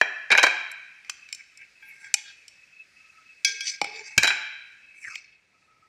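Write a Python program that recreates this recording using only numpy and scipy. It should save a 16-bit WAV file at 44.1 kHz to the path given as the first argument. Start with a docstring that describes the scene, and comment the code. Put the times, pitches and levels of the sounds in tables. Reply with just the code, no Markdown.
"""Crockery is set down and clatters on a restaurant table with a hot pot: struck modes that ring and die.
Chopsticks tap a hard serving tray, and a steel ladle knocks on the iron pot, likewise as struck modes.
The ladle also scrapes, hums and sloshes: resonances under random friction. Thumps are low swings with bass puffs.
The hard-walled room rings on as decaying noise, over a thin hiss, a rumble and two wavering cooker whines."""
import sys
import numpy as np
from scipy import signal
from scipy.io import wavfile

SR = 44100
rng = np.random.default_rng(int(sys.argv[2]) if len(sys.argv) > 2 else 0)


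def nominal_scale(level):
    """Amplitude ratio for a level in decibels (scalar or array-like)."""
    x = np.asarray(level, float) / 20
    return 10 ** x


def master_out(mix):
    """Clip the mix to full scale and print it as 16-bit PCM to the path in sys.argv[1]."""
    frames = np.transpose(np.atleast_2d(mix))
    ceiling = np.clip(frames, -1, 1)
    pcm = np.round(ceiling * 32767).astype(np.int16)
    wavfile.write(sys.argv[1], SR, pcm)


N = 259440   # samples in the scene

# Spectrum of the background noise. Each row: frequency in Hz, relative density in dB per Hz.
NOISE_SPECTRUM = [(30, -23.5), (60, -17.5), (130, -17), (1150, -25), (1350, -11), (2000, -5.5), (2500, 1.5),
                  (2800, -16), (5000, -12), (7700, -21), (12600, -37), (16000, -39)]
# Background levels before flicker. Each row: time in seconds, hiss in dB, upper whine in dB.
BACKGROUND_LEVELS = [(0.9, -60.5, -61), (1.6, -61, -63.5), (2.4, -61, -63.5), (3.35, -60, -62.5),
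                     (4.8, -64, -60.5), (5.36, -68.5, -69), (5.5, -69, -76.5), (5.88, -69.5, -84)]
RUMBLE_DB = -75   # noise under 1.2 kHz
# The two whines: centre in Hz, bandwidth of the random drive in Hz.
WHINE_HZ, WHINE_WIDTH_HZ = 2592, 22
LOW_WHINE_HZ, LOW_WHINE_WIDTH_HZ = 1290, 24
# Swells of the low whine. Each row: start of the hold in seconds, hold in seconds, level in dB before flicker.
LOW_WHINE_SWELLS = [(3.13, 0.034, -63.5), (5.76, 0.028, -62.5)]
LOW_WHINE_REST_DB, LOW_WHINE_SLOPE_DB_PER_S = -87.5, 98

# Crockery blows. Each row: start in seconds, strength in relative dB, brightness in dB per octave,
# decay constant of the contact in ms.
CROCKERY_BLOWS = [(.013, -5.5, -3.5, 2.0), (.303, -7, -4, 13), (.315, -1, 3, 5.4), (.323, -2, -2, 6.5),
                  (0.35, -8.5, -4, 2.2), (0.376, -0.5, 1.5, 2.8), (.382, -1.5, -2, 3.9),
                  (.394, -8.5, 1.5, 1.6), (.429, -2.5, 2, 8.4), (.437, -2.5, -2.5, 3.5),
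                  (.466, -5, -1.5, 3.7), (4.178, -1, 4, 2.9), (4.227, -14.5, -3, 2.5),
                  (4.232, -4, 1.5, 2.8), (4.242, -7, 3, 7.1), (4.253, -15.5, -0.5, 3.6),
                  (4.272, -7, 3, 1.8), (4.276, -6.5, 4, 3.3), (4.286, -12.5, 3.5, 9.4),
                  (4.303, -14.5, -1, 5)]
# Share sent to the room by each handling of the crockery. Each row: from which time in seconds, share in dB.
CROCKERY_ROOM = [(0, -14.5), (.2, -13.5), (2.0, -15), (4.205, -11.5)]
CROCKERY_LOWEST_HZ = 330   # lowest pitch driven
# Modes of the crockery. Each row: frequency in Hz, relative level in dB, t60 of the lingering twin in seconds.
CROCKERY_MODES = [(607, -22, 0.15), (779, -16.5, 0.11), (901, -9, 0.07), (1300, -11, 0.015),
                  (1460, -18, 0.2), (1658, 1.5, 0.069), (1720, -8.5, 0.1), (1943, -11.5, 0.07),
                  (2266, 0.5, 0.045), (2347, -3.5, 0.14), (2386, -10.5, 0.18), (2507, -2.5, 0.065),
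                  (3197, -12, 0.11), (3932, -8, 0.079), (4700, -17.5, 0.059), (5120, -15.5, 0.035),
                  (6300, -24.5, 0.029), (7210, -17, 0.032), (7143, -17.5, 0.03), (8550, -26.5, .03),
                  (10200, -36, 0.041)]
# Spectrum of the bare contact. Each row: frequency in Hz, relative level in dB.
CRACK_SPECTRUM = [(120, -42), (200, -12.5), (1080, -14), (2290, -4.5), (3370, -11.5), (6640, -4.5),
                  (7410, -18.5), (14600, -38), (16000, -44)]
# Modes of the iron pot. Each row: frequency in Hz, level in dB relative to the shaking, t60 in seconds.
POT_MODES = [(870, -52.5, 0.44), (1630, -59.5, 0.44), (2300, -58, .5), (2500, -56.5, .5), (2540, -57, .5),
             (3170, -51.5, 0.59), (3240, -51, .4), (3860, -57.5, .3), (3950, -51.5, 0.45)]
# Decay of the room. Each row: frequency in Hz, t60 in seconds.
ROOM_T60 = [(100, 0.19), (260, 0.66), (560, 0.5), (850, 0.74), (1200, 0.73), (1840, 1.177), (4850, 0.69),
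            (12800, 0.14)]

# Thumps through the table. Each row: start in seconds, level in dB, frequency in Hz, t60 in seconds.
THUMPS = [(0.308, -58, 85, 0.34), (3.814, -46, 140, 0.15), (4.176, -18.5, 105, 0.047),
          (4.201, -49.5, 61.3, 0.49), (5.069, -58.5, 92, .12)]

# Chopsticks on the tray, and the tray set down. Each row: start in seconds, strength in relative dB,
# brightness in dB per octave, share sent to the room in dB, lowest pitch driven in Hz.
TRAY_TAPS = [(0.715, -49.5, 14.5, -34, 4980), (1.046, -35, -11.5, 0, 1600), (1.096, -20, 1.5, -16.5, 1300),
             (1.287, -33.5, -6, -3, 1800), (1.326, -18.5, 1, -18, 1794), (1.347, -28, 1.5, -12, 3025),
             (1.573, -37.5, 2, -20.5, 4500), (1.615, -42, -11.5, -13.5, 1500), (2.140, -7.5, 4, -22, 750),
             (2.48, -33, 0, -11, 2790), (3.814, -10, -4, -15.5, 189), (3.843, -20, -2.5, -21.5, 400),
             (5.155, -18.5, -9, -24, 1800)]
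TAP_CONTACT_MS = 2.1
# Modes of the tray. Each row: frequency in Hz, relative level in dB, t60 of the lingering twin in seconds.
TRAY_MODES = [(817, -6.5, 0.058), (1390, -11, 0.023), (1600, -13, 0.0037), (1850, -13, .02),
              (2212, 3.5, 0.022), (2431, -2.5, 0.054), (2970, -0.5, 0.018), (3730, -3.5, 0.016),
              (4550, 1.5, 0.011), (5320, -2.5, 0.054), (5604, 0, 0.013), (5840, -5.5, 0.011),
              (5920, -6, 0.035), (7400, -7.5, 0.066), (7920, -11, 0.041), (8040, -17, 0.042),
              (8904, -10, .02), (11420, -17, 0.014)]

# Friction in each stroke of the ladle over the pot, one list per stroke. Each row: time in seconds,
# relative drive of the low modes in dB, of the high modes in dB.
STROKES = [
    [(1.36, -59.5, -61.5), (1.405, -41, -61.5), (1.45, -61, -72.5), (1.54, -64, -70), (1.62, -43, -55),
     (1.68, -61.5, -71.5)],
    [(1.82, -52.5, -71.5), (1.91, -45.5, -69.5), (1.99, -53.5, -73), (2.05, -41.5, -56.5),
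     (2.13, -47.5, -74.5)],
    [(2.17, -42, -47.5), (2.245, -55.5, -61), (2.285, -45, -46.5), (2.34, -62, -60), (2.38, -76.5, -85)],
    [(3.47, -36, -32.5), (3.59, -47, -56), (3.62, -44.5, -50.5), (3.68, -36, -28), (3.79, -50, -60)],
    [(3.845, -32, -45.5), (3.91, -47, -55.5), (3.96, -40, -46.5), (4.02, -43.5, -57), (4.08, -43, -50.5),
     (4.17, -47, -63.5)],
    [(4.9, -54, -89), (5.02, -53, -61), (5.13, -41.5, -53.5), (5.2, -48, -57.5), (5.27, -55.5, -69),
     (5.35, -54.5, -72), (5.4, -68, -90)],
]
# The contact slides, so the best-driven pitches glide. Each row is one stroke: low modes from Hz, to Hz,
# high modes from Hz, to Hz.
STROKE_PITCHES = [(2100, 2150, 2000, 1700), (2350, 1700, 16000, 4000), (2500, 1100, 3200, 4000),
                  (1910, 2250, 4710, 5300), (2270, 2170, 4100, 6100), (2290, 2700, 10000, 3240)]

# Ladle knocks. Each row: start in seconds, strength in relative dB, brightness in dB per octave.
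LADLE_KNOCKS = [(1.825, -37.5, -15.5), (2.043, -34.5, -14), (3.447, -5, 5), (3.491, -21.5, -7.5),
                (3.606, -16.5, 1.5)]
KNOCK_CONTACT_MS, KNOCK_ROOM_DB, KNOCK_LOWEST_HZ = 1.6, -13.5, 1360
# Modes of the ladle; scraping uses the frequencies alone. Each row: frequency in Hz,
# relative level when struck in dB, t60 of the lingering twin when struck in seconds.
LADLE_MODES = [(427.4, -32, 0.16), (875, -17.5, 0.44), (1607, -7.5, 0.9), (2187, -10, 0.59),
               (2304, -1, 0.27), (2570, -5.5, 0.26), (2930, -15, .1), (3324, -5.5, 0.43),
               (3680, -19.5, 0.18), (4300, -9.5, 0.14), (4610, -22, 0.15), (4900, -7, 0.18),
               (5270, -8.5, 0.047), (5557, -10.5, 0.45), (6020, -10.5, 0.36), (6300, -5.5, 0.045),
               (7170, -17.5, 0.042), (7580, -14.5, 0.085), (8070, -30.5, .1), (9200, -33, 0.12),
               (10130, -22.5, 0.13), (12100, -41, .08), (12740, -28, 0.044)]
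# The ladle bowl pressed to the wall hums in its deep modes. Each row: start of the hold in seconds,
# hold in seconds, relative drive in dB, best-driven pitch in Hz.
HUMS = [(1.85, .08, -69, 870), (2.03, 0.066, -64, 900), (2.17, 0.042, -61.5, 850), (3.50, 0.066, -56, 420),
        (3.9, 0.11, -44, 450), (3.89, .14, -51, 850), (4.07, 0.16, -61, 824)]
HUM_SLOPE_DB_PER_S, HUM_REACH_OCTAVES = 346.5, 0.2   # rise and fall alike; reach around the best pitch

# Food and broth sucked along by the spoon bowl; the level is that before flicker.
SLOSH_S, SLOSH_HOLD_S, SLOSH_DB, SLOSH_RISE_DB_PER_S, SLOSH_FALL_DB_PER_S = 5.039, 0.045, -39, 1200, 304
SLOSH_HZ, SLOSH_SAG_OCTAVES_PER_S = 2230, 9.3


def rms_one(x):
    """Normalisation: scales a signal to unit root-mean-square."""
    return x / np.sqrt(np.mean(x ** 2) + 1e-20)


def in_time(rows):
    """Linear interpolation in time: turns rows led by seconds into one curve per column."""
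    s, *columns = np.transpose(rows)
    return [np.interp(np.arange(N) / SR, s, column) for column in columns]


def at_hz(points, hz):
    """Interpolation along a logarithmic frequency axis."""
    frequencies, values = np.transpose(points)
    return np.interp(np.log(hz), np.log(frequencies), values)


def drift(rate_hz):
    """Low-pass noise: a double one-pole filter turns coarse noise into slow chance of spread 1."""
    r = np.exp(-80 * np.pi * rate_hz / SR)   # one coarse step is 40 samples
    coarse = rng.standard_normal(N // 40 + 2002)
    slow = signal.lfilter([1], [1, -2 * r, r * r], coarse)[2000:]   # skip the filter's start
    return np.interp(np.arange(N) / 40, np.arange(len(slow)), rms_one(slow))


def swells(rows, rise_db_per_s, fall_db_per_s, rest_db):
    """Exponential growth and decay: straight lines in dB that rise, hold and fall; the loudest wins."""
    t = np.arange(N) / SR
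    levels = [np.full(N, rest_db)]
    for s, hold, db in rows:
        before, after = np.maximum(s - t, 0), np.maximum(t - s - hold, 0)
        levels.append(db - rise_db_per_s * before - fall_db_per_s * after)
    return np.max(levels, axis=0)


def narrow_noise(hz, width_hz):
    """A resonance under random drive: a sine whose size and phase wander; rms about 1."""
    phase = 2 * np.pi * np.cumsum(hz * np.ones(N)) / SR
    return drift(width_hz) * np.cos(phase) + drift(width_hz) * np.sin(phase)


def bands(count):
    """Band-pass filtering: noise in narrow bands across the hearing range, with their centres in Hz."""
    edges = np.geomspace(25, 17000, count + 1)
    white = rng.standard_normal((2, N))   # neighbouring bands draw on different noise
    for k, (low, high) in enumerate(zip(edges, edges[1:])):
        band = signal.butter(2, [low, high], "band", fs=SR, output="sos")
        yield np.sqrt(low * high), signal.sosfilt(band, white[k % 2])


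def background():
    """Modulated noise: flickering hiss and rumble, with two wavering narrow-band whines of the cooker."""
    hiss_db, whine_db = in_time(BACKGROUND_LEVELS)
    slope = LOW_WHINE_SLOPE_DB_PER_S
    low_whine_db = swells(LOW_WHINE_SWELLS, slope, slope, LOW_WHINE_REST_DB)
    together = drift(1.3)   # flicker shared by all bands
    rumble, hiss = np.zeros((2, N))
    for hz, noise in bands(count=44):
        layer = hiss if hz > 1200 else rumble
        layer += noise * nominal_scale(at_hz(NOISE_SPECTRUM, hz) + 0.8 * together + 1.5 * drift(10))
    out = nominal_scale(RUMBLE_DB) * rms_one(rumble) + nominal_scale(hiss_db) * rms_one(hiss)
    whines = [(WHINE_HZ, WHINE_WIDTH_HZ, whine_db), (LOW_WHINE_HZ, LOW_WHINE_WIDTH_HZ, low_whine_db)]
    for hz, width_hz, db in whines:
        out += nominal_scale(db + 6.0 * drift(17)) * narrow_noise(hz, width_hz)
    return out


def ring(force, hz, t60):
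    """A damped resonator: a unit click sets a decaying sine of starting height 1 ringing."""
    r = nominal_scale(-60 / (t60 * SR))
    w = 2 * np.pi * hz / SR
    return signal.lfilter([0, np.sin(w)], [1, -2 * r * np.cos(w), r * r], force + 1e-18)


def strike(blows, modes, crack_db, body_db, spread_db, linger_db):
    """Modal impact: short rough contacts drive modes and a broad crack; returns near sound and room send."""
    cracks = [(hz, at_hz(CRACK_SPECTRUM, hz) + crack_db + 10 * np.log10(hz / 2500), 5.8 / hz)
              for hz in np.geomspace(200, 14500, num=16)]
    # a held object: each mode dies fast, a close twin lingers weakly
    fast = [(hz, db, 0.31 * t60) for hz, db, t60 in modes]
    twins = [(hz * 1.004, db + linger_db, t60) for hz, db, t60 in modes]
    resonances = fast + twins + cracks

    t = np.arange(2048) / SR
    starts = [round(blow[0] * SR) for blow in blows]
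    rough = rng.standard_normal((len(blows), len(t)))
    contacts, pushes = [], []
    for noise, (_, _, _, contact_ms, _, lowest_hz) in zip(rough, blows):
        contact = noise * np.exp(-1000 * t / max(contact_ms, 0.1)) * (1 - np.exp(-t / 0.0005))
        no_bass = signal.butter(4, 1.007 * lowest_hz, "high", fs=SR, output="sos")   # light blows move no bass
        contacts.append(contact)
        pushes.append(signal.sosfilt(no_bass, contact))
    luck = rng.standard_normal((len(blows), len(resonances)))   # each blow lands on another spot

    out = np.zeros(N)
    for k, (hz, level_db, t60) in enumerate(resonances):
        force = np.zeros(N + len(t))
        wave = np.exp(2j * np.pi * hz * t)
        for i, contact, push, chance, blow in zip(starts, contacts, pushes, luck, blows):
            _, db, bright, _, _, lowest_hz = blow
            # the push this mode feels, kept from vanishing
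            size = np.hypot(abs(contact @ wave), 0.5 * np.linalg.norm(contact))
            colour_db = bright * np.log2(hz / 2500) - 10 * np.log10(1 + (lowest_hz / hz) ** 4)
            force[i:i + len(t)] += push / size * nominal_scale(db + colour_db + spread_db * chance[k])
        out += nominal_scale(level_db + body_db) * ring(force[:N], hz, t60) * (-1) ** k
    # the latest blow sets the share sent to the room
    latest = np.maximum(np.searchsorted(starts, np.arange(N), side="right") - 1, 0)
    return out, out * nominal_scale(np.array(blows)[latest, 4])


def crockery_clatter():
    """Modal impact of crockery: the blows of one handling share their room send."""
    since, room_db = np.transpose(CROCKERY_ROOM)
    blows = [(*row, room_db[np.searchsorted(since, row[0]) - 1], CROCKERY_LOWEST_HZ) for row in CROCKERY_BLOWS]
    return strike(blows, CROCKERY_MODES, crack_db=-0.5, body_db=-1.0, spread_db=2.0, linger_db=-9.5)


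def pot(shake):
    """Sympathetic resonance: long modes of the iron pot, shaken by the crockery through table and air."""
    return sum(nominal_scale(db) * ring(shake, hz, t60) for hz, db, t60 in POT_MODES)


def room(x):
    """Reverberation: convolution with dense noise that dies band by band, after a soft onset."""
    t = np.arange(N) / SR
    tail = sum(noise * nominal_scale(-60 * t / at_hz(ROOM_T60, hz)) for hz, noise in bands(count=18))[:2 * SR]
    tail = tail * (1 - np.exp(-t[:2 * SR] / 0.00089))
    return signal.fftconvolve(x, tail / np.linalg.norm(tail))[:N]


def thumps():
    """Low-frequency impulse: each push through the table is a low swing and a short puff of bass noise."""
    out = np.zeros(2 * N)
    t = np.arange(SR // 2) / SR
    for (s, db, hz, t60), noise in zip(THUMPS, rng.standard_normal((len(THUMPS), len(t)))):
        puff = rms_one(signal.sosfilt(signal.butter(2, 3.5 * hz, fs=SR, output="sos"), noise))
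        swing = np.sin(2 * np.pi * hz * t)
        i = round(s * SR)
        out[i:i + len(t)] += nominal_scale(db - 60 * t / t60) * (swing + puff) * (1 - np.exp(-t / 0.0031))
    return out[:N]


def tray_taps():
    """Modal impact of a hard tray: all contacts decay alike, each tap has its own room send."""
    blows = [(*row[:3], TAP_CONTACT_MS, *row[3:]) for row in TRAY_TAPS]
    return strike(blows, TRAY_MODES, crack_db=5.0, body_db=-7.0, spread_db=2.5, linger_db=-7.0)


def stroke_controls():
    """Sliding contact: drive levels and gliding pitches of all strokes, near silence in between."""
    rows = []
    for stroke, (low_from, low_to, high_from, high_to) in zip(STROKES, STROKE_PITCHES):
        start, end = (stroke[0][0] - 0.02, -95, -95), (stroke[-1][0] + 0.03, -95, -95)
        s, low_db, high_db = np.transpose([start, *stroke, end])
        along = (s - s[0]) / (s[-1] - s[0])
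        low_hz = low_from * (low_to / low_from) ** along
        high_hz = high_from * (high_to / high_from) ** along
        rows += zip(s, low_db, low_hz, high_db, high_hz)
    return in_time(rows)


def scrape(patchy_db, low_reach_octaves, high_reach_octaves, wall_db):
    """Friction excitation: a moving contact drives the ladle's modes and the dense modes of the pot wall."""
    out = np.zeros(N)
    low_db, low_hz, high_db, high_hz = stroke_controls()
    bend = nominal_scale(0.3 * drift(4.5))   # the wetted area shifts the wall's pitches a little
    ladle = [(hz, 0, 6.9 + 0.014 * hz, 1) for hz, _, _ in LADLE_MODES]   # food and broth widen the ring
    wall = [(hz, wall_db, 110.0, bend) for hz in np.geomspace(1450, 15000, num=22)]
    for hz, level_db, width_hz, shift in ladle + wall:
        if hz < 1000:
            db, best_hz, reach = hum_db(hz), hz, 1
        elif hz < 2800:
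            db, best_hz, reach = low_db, low_hz, low_reach_octaves
        else:
            db, best_hz, reach = high_db, high_hz, high_reach_octaves
        off_pitch = np.minimum(np.log2(hz / best_hz) ** 2 / reach ** 2, 5.5)
        drive_db = db + level_db - 7.0 - 6 * off_pitch
        drive_db = drive_db - 10 * max(np.log2(hz / 9000), 0)   # the highest modes are hard to drive
        patches_db = patchy_db * min(hz / 5000, 1) * drift(7.3)   # modes come and go
        out += narrow_noise(hz * shift, width_hz) * nominal_scale(drive_db + patches_db)
    return out * nominal_scale(2.3 * drift(50))   # grit makes the drag stutter


def ladle_knocks():
    """Modal impact of a steel ladle on the pot: all knocks share contact decay, room send and lowest pitch."""
    blows = [(*row, KNOCK_CONTACT_MS, KNOCK_ROOM_DB, KNOCK_LOWEST_HZ) for row in LADLE_KNOCKS]
    return strike(blows, LADLE_MODES, crack_db=-4.5, body_db=-7.0, spread_db=-1.0, linger_db=-22.5)


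def hum_db(hz):
    """Selective excitation: a deep mode of the ladle bowl is driven less the further it is from the best pitch."""
    rows = [(s, hold, db - 6 * (np.log2(hz / best_hz) / HUM_REACH_OCTAVES) ** 2)
            for s, hold, db, best_hz in HUMS]
    return swells(rows, HUM_SLOPE_DB_PER_S, HUM_SLOPE_DB_PER_S, -95.0)


def slosh():
    """Cavity resonance: a wet cavity whose pitch falls as it opens."""
    db = swells([(SLOSH_S, SLOSH_HOLD_S, SLOSH_DB)], SLOSH_RISE_DB_PER_S, SLOSH_FALL_DB_PER_S, -120.0)
    opening_s = np.clip(np.arange(N) / SR - SLOSH_S, 0, 0.085)
    hz = SLOSH_HZ * 2 ** (-SLOSH_SAG_OCTAVES_PER_S * opening_s)
    gurgle = nominal_scale(db + 3.0 * drift(60)) * narrow_noise(hz, 220.0)
    return signal.sosfilt(signal.butter(6, 1180.0, "high", fs=SR, output="sos"), gurgle)   # too small for bass


def scene():
    """Superposition: near sounds, their reverberation and the background add up."""
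    crockery, far_crockery = crockery_clatter()
    tray, far_tray = tray_taps()
    ladle, far_ladle = ladle_knocks()
    drag = scrape(patchy_db=4.5, low_reach_octaves=0.3, high_reach_octaves=0.45, wall_db=-8.0) + slosh()
    sympathy = pot(far_crockery)
    wet = room(far_crockery + sympathy + far_tray + far_ladle + nominal_scale(-23.5) * drag)
    near = crockery + tray + ladle + drag + nominal_scale(-11.5) * sympathy
    return (near + wet + thumps() + background())[None]


def roll_off(x):
    """The treble ends steeply here."""
    return signal.sosfilt(signal.butter(12, 16480, fs=SR, output="sos"), x)


def record(dry):
    """Band limiting and soft saturation: deep bass is removed, peaks are rounded, the top is cut."""
    no_deep_bass = signal.sosfilt(signal.butter(2, 45.0, "high", fs=SR, output="sos"), dry)
    rounded = 1.1 * np.tanh(no_deep_bass / 1.1)
    # 70 dB down from 16450 Hz upwards
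    mix = signal.sosfilt(signal.cheby2(12, 70, 16450, fs=SR, output="sos"), rounded)
    return roll_off(mix)


dry = scene()
out = record(dry)
master_out(out)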